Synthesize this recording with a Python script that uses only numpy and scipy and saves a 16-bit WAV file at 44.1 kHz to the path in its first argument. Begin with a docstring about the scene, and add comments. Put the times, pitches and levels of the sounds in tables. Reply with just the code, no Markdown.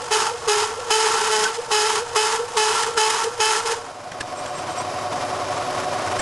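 """A hole saw on a milling machine cuts thick steel plate, close by in a workshop. Its teeth bite again
and again, and the cup chatters by stick-slip some 430 times a second: pulses ring its resonances.
Grains of noise make tearing chips and grinding. Then the saw is lifted and clinks and squeaks in its
groove, while the recorder's gain recovers and brings up the drive: whining tones that throb with the
shaft, over a coloured rattle."""
import sys
import numpy as np
from scipy import signal
from scipy.fft import rfft, irfft, next_fast_len
from scipy.io import wavfile
from scipy.ndimage import uniform_filter1d, minimum_filter1d

SR = 44100
rng = np.random.default_rng(int(sys.argv[2]) if len(sys.argv) > 2 else 0)


def persist_wave(psi):
    """Save psi, clipped to +-1, as 16-bit WAV."""
    counts = np.round(np.clip(psi, -1, 1) * 32767).astype(np.int16)
    wavfile.write(sys.argv[1], SR, np.atleast_2d(counts).T)


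N = 273861
TIME = np.arange(N) / SR  # seconds

# All levels in the tables are relative, ahead of the gains of the mix.
# Rattle and rumble spectrum of the drive. Each row: frequency in Hz, level in dB.
DRIVE_SPECTRUM = [(20, -13), (50, -21), (105, 0), (160, -2), (205, -9), (250, 0.5), (450, -2), (620, 6.5),
                  (870, 0), (1080, 4.5), (1600, -5.5), (2300, -9.5), (4000, -14), (5400, -12.5),
                  (11000, -23)]
# Tones of gears and motor. Each row: frequency in Hz, level in dB, depth of flutter at twice the
# shaft rate as a share.
GEAR_TONES = [(99.8, -44, 0.25), (261.4, -50.5, 0.1), (372.3, -39, 0.29), (502, -43.5, 0.1),
              (590, -33.5, 0.5), (647, -39.5, 1), (824, -43.5, 0.039), (925, -50, 0.25),
              (1098, -39.5, 0.86), (1510, -56, 0.1), (2405, -49.5, 0.19), (3069, -50.5, 0.19),
              (3800, -50, .5), (4770, -49.5, 0.42), (5330, -48.5, 0.53), (6481, -60, 0.35)]
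WHINE_HZ, WHINE_DB = 729, -27
SHAFT_HZ = 11.08

# The rim touches the wall of the groove. Each row: time in seconds, level in dB, length in seconds,
# share of hard knock from 0 to 1.
RIM_TOUCHES = [(2.875, -27, .025, .05), (3.255, -29, .015, .05), (4.120, -20.5, .003, .95),
               (4.211, -16.5, .006, .78), (4.39, -36, .025, .2), (4.463, -24, .004, .75),
               (4.49, -40, .02, .1), (4.58, -37, .03, .25), (4.72, -43, .02, .1), (4.795, -35, .025, .15),
               (6.198, -26, .008, .6)]
# Resonances of the freed cup. Each row: frequency in Hz, width in Hz, lift in dB.
FREE_CUP_MODES = [(1680, 260, 14), (2130, 220, 11), (2600, 150, 7), (3050, 150, 5), (5450, 300, 4)]
# Squeak of the rim. Each row: frequency in Hz, width in Hz, level in dB.
RIM_SQUEAK = [(5700, 200, -10), (7560, 157, -9.5), (8360, 330, -8)]

# The teeth bite. Each row: start in seconds, hold in seconds, force in dB, sag over the hold in dB,
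# release in dB per second, swing of the cup in dB, chatter pitch in Hz, time in which the regular beat
# loosens in seconds, share by which slips alternate between strong and weak.
TOOTH_BITES = [ (0.120, .160, -19, 9, 262.5, -24.5, 429, 0.054, 0.13),
               (0.487, .12, -21, 2, 105, -24, 418.4, 0.098, 0.04),
               (0.91, 0.4, -19.5, 6, 156, -25, 432.5, 0.13, 0.039),
               (1.304, .140, -22.5, 0.34, 135, -25, 432.5, 0.18, 0.93),
               (1.718, 0.27, -19.5, 6, 421.5, -25.5, 423.6, 0.19, 0.052),
               (2.162, 0.2, -18, 8.5, 191.5, -23.5, 426.9, 0.11, 0.041),
               (2.575, .250, -19, 7, 129.5, -25.5, 428.7, .14, 0.065),
               (2.980, .250, -18, 9, 140.5, -25, 430, .14, 0.055),
               (3.405, 0.17, -20, 3.5, 200.5, -28, 431.3, 0.16, 0.048),
               (3.66, 0.057, -27, 3, 173, -27, 451.6, .01, .3), ]
# Resonances of the steel cup in the cut. 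Each row: frequency in Hz, width in Hz, lift in dB.
CUP_MODES = [(1106, 15, 13), (1352.4, 58, 14.5), (1720, 49, 6), (2600, 190, 6), (3070, 270, 10),
             (4000, 52, 4), (4790, 130, 2), (5100, 260, 8.5), (6660, 65, 9), (9160, 120, 8)]
# Spectrum of the slips. Each row: frequency in Hz, level in dB.
SLIP_SPECTRUM = [(300, -47.5), (620, -13.5), (860, 6), (1100, -3.5), (1350, -3), (2000, -9.5), (3700, -8.5),
                 (6500, -7), (9000, -11.5), (11000, -14)]
# Spectrum of chip scraping. Each row: frequency in Hz, level in dB.
SCRAPE_SPECTRUM = [(200, -51), (380, 3.5), (620, -12), (900, -11), (1700, 6), (2300, -0.5), (4400, -1),
                   (6600, 0.5), (9300, -5), (11000, -9.5)]
# Spectrum of grinding. Each row: frequency in Hz, level in dB.
GRIND_SPECTRUM = [(300, -21.5), (650, -35), (800, 8.5), (920, 15), (1100, 4.5), (1220, 6.5), (1400, 1),
                  (1550, 2.5), (2200, -42.5)]
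# Spectrum of the plate shuddering under a loose, ragged cut. Each row: frequency in Hz, level in dB.
SHUDDER_SPECTRUM = [(60, -7), (140, -6.5), (220, 5.5), (330, -4.5), (600, -1), (1500, -59)]
# Rumble of the machine under load. Each row: frequency in Hz, level in dB.
LOAD_SPECTRUM = [(20, -5), (50, -18), (100, -0.5), (135, -5), (300, -35), (1000, -50)]
# Partials of the limping swing. Each row: multiple of the pitch, level in dB.
HALF_PARTIALS = [(1.5, -11), (2.5, 0), (3.5, -7), (4.5, -3), (5.5, -11), (6.5, -8), (7.5, -10)]
# A trapped chip is dragged through the groove. Each row: time in seconds, level in dB, length in seconds.
CHIP_SNAGS = [(1.442, -20.5, 0.0034), (1.555, -35.5, 0.013), (2.806, -36, 0.011), (2.833, -25, 0.0048),
              (3.103, -24, .005), (3.241, -26.5, 0.0055), (3.674, -37, 0.011), (3.719, -27, 0.0082)]
# Released by the teeth, the cup swells into a hum. Each row: time in seconds, level in dB,
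# length in seconds.
CUP_HUMS = [(.325, -28.5, 0.033), (.76, -33, 0.064), (1.577, -27, 0.029), (2.019, -28, 0.021),
            (2.415, -25, .03), (2.901, -26, 0.031), (3.271, -22, 0.029), (3.725, -27, 0.016)]
# The rim squawks as a bite lets go. One row: time in seconds, frequency in Hz, level in dB,
# length in seconds.
RIM_SQUAWK = (1.463, 1540, -22.5, .013)

FORCE_ATTACK_DB_PER_S = 1499.5  # the teeth catch at once
SWING_ATTACK_DB_PER_S = 419  # the cup needs longer to build up its swing
SWING_FOLLOW = 1.05  # dB of swing lost for each dB of force lost
FREE_HZ, GRIP_RANGE_DB = 477.7, 23  # the pitch climbs to that of the free cup as the force falls so far
IDLE_FORCE_DB, IDLE_SWING_DB = -41.5, -39.5  # the teeth skim the plate between bites
LIFT_S, LIFT_DB_PER_S = 3.753, 84.5  # the saw is raised and the contact fades


def gain_of(db):
    """Level law: decibels to amplitude."""
    return 10 ** (np.asarray(db) / 20)


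def evened(x):
    """Power normalisation: scales to rms 1."""
    return x / np.sqrt(np.mean(x ** 2) + 1e-20)


def wander(hz):
    """Low-passed noise: a random drift of rms 1, no faster than about hz."""
    step = 32  # samples between drawn points
    size = next_fast_len(N // step + 2)
    f = np.fft.rfftfreq(size, step / SR)
    drift = irfft(rfft(rng.standard_normal(size)) / (1 + (f / hz) ** 4), size)
    return evened(np.interp(np.arange(N) / step, np.arange(size), drift))


def bump(at, length):
    """Gaussian envelope: swells to 1 at a moment, falling to 1/e a length away."""
    return np.exp(-((TIME - at) / length) ** 2)


def colour(x, points, peaks=(), size=4096):
    """Minimum-phase filter: a smooth spectrum with resonances standing on it; rms 1."""
    hz = np.fft.rfftfreq(size, 1 / SR)
    f, db = np.transpose(points)
    db = np.interp(np.log(hz + 1), np.log(f), db)
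    for centre, width, lift in peaks:
        db = db + lift / (1 + (2 * (hz - centre) / width) ** 2)
    log_gain = np.log(gain_of(np.r_[db, db[-2:0:-1]]))
    # the phase of a causal response is the Hilbert transform of its log gain
    response = np.fft.ifft(np.exp(signal.hilbert(log_gain).conj())).real
    return evened(signal.oaconvolve(x, response)[:N])


def grains(per_s, spread_db):
    """Shot noise: random tiny impacts, a few much larger than the rest when the spread is wide."""
    size = gain_of(spread_db * np.minimum(rng.exponential(1, N), 4))
    sign = rng.choice([-1, 1], N)
    struck = rng.random(N) < per_s / SR
    return evened(size * sign * struck)


def workshop(x, t60, wet_db):
    """Early reverberation: a short, faint tail, different at each ear except in the bass."""
    t = np.arange(SR // 2) / SR
    sparse = rng.standard_normal((2, len(t))) * (rng.random((2, len(t))) < .06)
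    taps = sparse * gain_of(-60 * t / t60) * (t > .002)
    taps = signal.lfilter(*signal.butter(1, 700, "high", fs=SR), taps)
    tail = taps / np.linalg.norm(taps, axis=1, keepdims=True)
    return x + gain_of(wet_db) * signal.fftconvolve(x[None], tail, axes=1)[:, :N]


def far_rattle(far_db=-44):
    """Diffuse field: the drive's rattle returns from the far walls, independent at each ear."""
    return gain_of(far_db) * np.array([colour(rng.standard_normal(N), DRIVE_SPECTRUM) for ear in "LR"])


def drive(rattle_db=-23.5, throb_db=0.3, flutter_db=-1.3):
    """Amplitude modulation: a shaft running slightly off centre makes whine, gears and rattle throb."""
    shaft = 2 * np.pi * SHAFT_HZ * (TIME - .006)
    throb, twice = np.cos(shaft), np.cos(2 * shaft)
    mesh = np.sin(2 * np.pi * WHINE_HZ * TIME + .2 * wander(7))
    whine = gain_of(WHINE_DB) * evened(mesh * (1 + .9 * throb + .3 * twice + .1 * wander(20)))
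    gears = np.zeros(N)
    for hz, db, depth in GEAR_TONES:
        swell = 1 + depth * twice + .3 * wander(20)
        gears += gain_of(db) * evened(swell * np.sin(2 * np.pi * hz * TIME + 0.63 * wander(8.3)))
    # the rattle peaks twice a turn, the stronger peak a quarter turn ahead of the whine
    clatter = grains(7000, 0.55)
    beat_db = -throb_db * np.sin(shaft) + flutter_db * twice + 1.2 * wander(29)
    rattle = colour(clatter * gain_of(beat_db), DRIVE_SPECTRUM)
    return whine + gears + gain_of(rattle_db) * rattle


def touches():
    """Impact and friction: a hard touch knocks the freed cup's resonances; a light one squeaks."""
    knock_spectrum = [(300, 1), (1400, -9.5), (4000, -8.5), (8000, -14.5), (11000, -20.5)]  # Hz, dB
    knock = colour(grains(7900, 0.61), knock_spectrum, FREE_CUP_MODES)
    squeak = np.zeros(N)
    for hz, width, db in RIM_SQUEAK:
        squeak += gain_of(db) * wander(width / 2) * np.sin(2 * np.pi * hz * TIME)
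    squeak = evened(squeak)
    out = np.zeros(N)
    for at, db, length, hard in RIM_TOUCHES:
        hard = np.clip(hard, 0, 1)
        out += gain_of(db) * bump(at, length) * evened(hard * knock + (1 - hard) * squeak)
    return out


def bite_db(start, hold, sag_db, release, attack):
    """Envelope of one bite below its peak, in dB: a quick attack, a sagging hold, a release."""
    t = TIME - start
    sag = sag_db * np.clip(t / hold, 0, 1)
    return attack * np.minimum(t, 0) - sag - release * np.maximum(t - hold, 0)


def feed():
    """Contact loading of teeth and cup: the harder the grip, the lower the chatter pitch."""
    contact_db = -LIFT_DB_PER_S * np.maximum(TIME - LIFT_S, 0)
    force_db, sway_db = IDLE_FORCE_DB + contact_db, IDLE_SWING_DB + contact_db
    drop_hz = np.zeros(N)
    for start, hold, peak_db, sag_db, release, swing_db, hz, _, _ in TOOTH_BITES:
        grip_db = bite_db(start, hold, sag_db, release, FORCE_ATTACK_DB_PER_S)
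        swing_shape_db = bite_db(start, hold, sag_db, release, SWING_ATTACK_DB_PER_S)
        force_db = np.maximum(force_db, peak_db + grip_db)
        sway_db = np.maximum(sway_db, swing_db + SWING_FOLLOW * swing_shape_db)
        drop_hz = np.maximum(drop_hz, (FREE_HZ - hz) * np.clip(1 + grip_db / GRIP_RANGE_DB, 0, 1))
    force = gain_of(uniform_filter1d(force_db, size=220))
    hums = sum(gain_of(db) * bump(at, length) for at, db, length in CUP_HUMS)
    return force, np.hypot(gain_of(sway_db), hums), FREE_HZ - drop_hz, gain_of(contact_db)


def regularity():
    """Phase locking: each bite starts a regular beat that loosens; limp is its strong-weak alternation."""
    locks = []
    for at, *_, loosen, _ in TOOTH_BITES:
        locks.append((TIME > at) * bump(at, loosen))
    lock = np.max(locks, axis=0)
    limp = np.array([row[-1] for row in TOOTH_BITES]) @ np.array(locks)
    return lock, np.clip(limp + .3 * (1 - lock), 0, 1)


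def load_rumble(contact, loose):
    """Forced vibration: the machine under load adds a low rumble, scaled by contact and looseness."""
    return colour(rng.standard_normal(N), LOAD_SPECTRUM) * contact * loose


def shuddering(groove, limp, loose):
    """Forced plate vibration: a loose, ragged cut shakes the plate in its low range."""
    return colour(grains(3000, 2.5), SHUDDER_SPECTRUM) * groove * limp * loose ** .5


def chip_spurts(turns, loose, clump_db=1.5):
    """Modulated tearing: chips spurt after each slip, and come in clumps as teeth catch."""
    return (3.0 + np.exp(-(turns % 1) / 1.8)) * gain_of(clump_db * loose * wander(70))


def grinding(spurts, groove, lock):
    """Resonant excitation: grinding grains drive the cup's modes, weaker while the beat is regular."""
    return colour(grains(3000, 2.5) * spurts, GRIND_SPECTRUM, CUP_MODES) * groove * (1 - .8 * lock)


def chip_scraping(spurts, force, lock, contact, rub_db=-42):
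    """Fracture and friction: chips tear, snag and rub the wall, weakly ringing the cup's modes."""
    half_lifted = [(hz, width, .5 * lift) for hz, width, lift in CUP_MODES]
    scrape = colour(grains(6000, 3.2) * spurts, SCRAPE_SPECTRUM, half_lifted)
    tearing = force * (1 - .5 * lock)
    rub = gain_of(rub_db) * contact  # the wall still rubs between bites, until the saw is lifted
    snags = sum(gain_of(db) * bump(at, length) for at, db, length in CHIP_SNAGS)
    return scrape * (np.hypot(tearing, rub) + snags)


def squawk():
    """Friction-driven tone: the rim squawks briefly at an unsteady pitch."""
    at, hz, db, length = RIM_SQUAWK
    tone = evened(np.sin(2 * np.pi * hz * TIME + 0.82 * wander(60)))
    return gain_of(db) * bump(at, length) * tone


def ringing(force, lock):
    """Resonance: while the beat is regular it pumps the cup's high modes, which sing out."""
    ring = np.zeros(N)
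    for hz, width, lift in CUP_MODES[3:-1]:
        swell = 1 + .5 * wander(40)
        tone = np.sin(2 * np.pi * hz * TIME + 1.7 * wander(width / 3))
        ring += gain_of(lift) * swell * tone
    return evened(ring) * force * lock


def growl(turns, force, limp, loose):
    """Period doubling: alternating strong and weak swings put growling partials in between."""
    halves = np.zeros(N)
    for multiple, db in HALF_PARTIALS:
        halves += gain_of(db) * np.sin(2 * np.pi * multiple * turns + (.6 + loose) * wander(30))
    return evened(halves) * force * limp


def swing_overtones(turns, force, lock):
    """Harmonic distortion: the lopsided swing has second and third partials."""
    second = np.sin(4 * np.pi * turns) * (1 + .6 * wander(45))
    third = .85 * np.sin(6 * np.pi * turns) * (1 + .7 * wander(40))
    return evened(second + third) * force * (.8 + .2 * lock)


def swinging(turns, sway, loose):
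    """Torsional oscillation: the cup twists to and fro, less steadily in a loose cut."""
    return evened(np.sin(2 * np.pi * turns) * (1 + (.14 + .32 * loose) * wander(45))) * sway


def disperse(x, delay):
    """Dispersion: bending waves in steel run faster when high; clicks smear, by delay seconds at 1 kHz."""
    khz = np.fft.rfftfreq(N, 1 / SR) / 10 ** 3
    return irfft(rfft(x) * np.exp(-4j * np.pi * delay * 10 ** 3 * np.sqrt(khz)), N)


def slip_train(turns, loose, limp, uneven=0.35):
    """Stick-slip: one slip a swing, of uneven strength; a loose cut makes them early and late."""
    at = np.flatnonzero(np.diff(np.floor(turns)))
    late, size = rng.standard_normal((N, 2))[:len(at)].T
    late = late * (.015 + .2 * loose[at] ** 2) / 1000  # milliseconds to seconds
    weak = np.arange(len(at)) % 2  # every second slip
    moment = np.clip(at + np.round(late * SR).astype(int), 0, N - 1)
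    slips = np.zeros(N)
    slips[moment] = np.exp(uneven * size) * (1 + limp[at] * (1 - 2 * weak))
    return disperse(slips, delay=.004)


def slipping(turns, force, lock, limp):
    """Impulse response: each slip of the teeth rings the resonances of the cup."""
    pulses = slip_train(turns, 1 - lock, limp)
    return colour(pulses, SLIP_SPECTRUM, CUP_MODES) * force * (.55 + .45 * lock)


def cutting():
    """Stick-slip chatter: the cup twists to and fro; each swing ends in a slip and tears off chips."""
    force, sway, pitch_hz, contact = feed()
    lock, limp = regularity()
    loose = 1 - lock
    groove = force ** 0.77  # grinding and shudder follow the force less than fully
    jitter = (.006 + .024 * loose) * wander(70)
    turns = np.cumsum(pitch_hz * (1 + jitter)) / SR  # swings so far
    slips = gain_of(-1) * slipping(turns, force, lock, limp)
    spurts = chip_spurts(turns, loose)
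    noise = chip_scraping(spurts, force, lock, contact)
    noise = noise + gain_of(-5) * grinding(spurts, groove, lock)
    noise = noise + gain_of(-19) * shuddering(groove, limp, loose)
    noise = noise + gain_of(-51) * load_rumble(contact, loose)
    tones = gain_of(1) * swinging(turns, sway, loose)
    tones = tones + gain_of(-9) * swing_overtones(turns, force, lock)
    tones = tones + gain_of(-5) * growl(turns, force, limp, loose)
    tones = tones + squawk()
    tones = tones + gain_of(-8) * ringing(force, lock)
    return slips + noise + tones


def scene(drive_db=-2.5, cut_db=17, touch_db=3.0, right_db=0.54):
    """Superposition: the saw, slightly to the right, is far louder than the drive."""
    saw = gain_of(cut_db) * cutting() + gain_of(touch_db) * touches()
    saw = workshop(saw, t60=0.012, wet_db=-13) * gain_of([[-right_db], [right_db]])
    machine = gain_of(drive_db) * workshop(drive(), t60=0.033, wet_db=-17.5)
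    return saw + machine + far_rattle()


def record(dry, threshold_db=-20, squeeze=0.84, start_db=15.0, hold=11025, recovery_s=.6):
    """Gain control: ducks fast, holds, recovers slowly; peaks are rounded; then a low-pass."""
    memory = .012 * SR  # samples over which power is averaged
    power = signal.lfilter([1], [1, -np.exp(-1 / memory)], (dry ** 2).mean(0)) / memory
    duck_db = squeeze * np.maximum(10 * np.log10(power + 1e-12) - threshold_db, 0)
    duck_db[0] = start_db  # the cut is already under way
    # greatest ducking over the last hold samples
    held_db = -minimum_filter1d(-duck_db, hold, origin=hold // 2, mode="nearest")
    fade = np.exp(-TIME / recovery_s)
    recovering_db = np.maximum.accumulate(held_db / fade) * fade
    ducked = dry / gain_of(uniform_filter1d(recovering_db, size=200))
    rounded = ducked / (1 + (ducked / .55) ** 4) ** .25
    low_pass = signal.firwin(401, 11400, window=("kaiser", 9), fs=SR)  # cutoff in Hz
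    return signal.oaconvolve(rounded, low_pass[None], "same", axes=1)


dry = scene()
out = record(dry)
persist_wave(out)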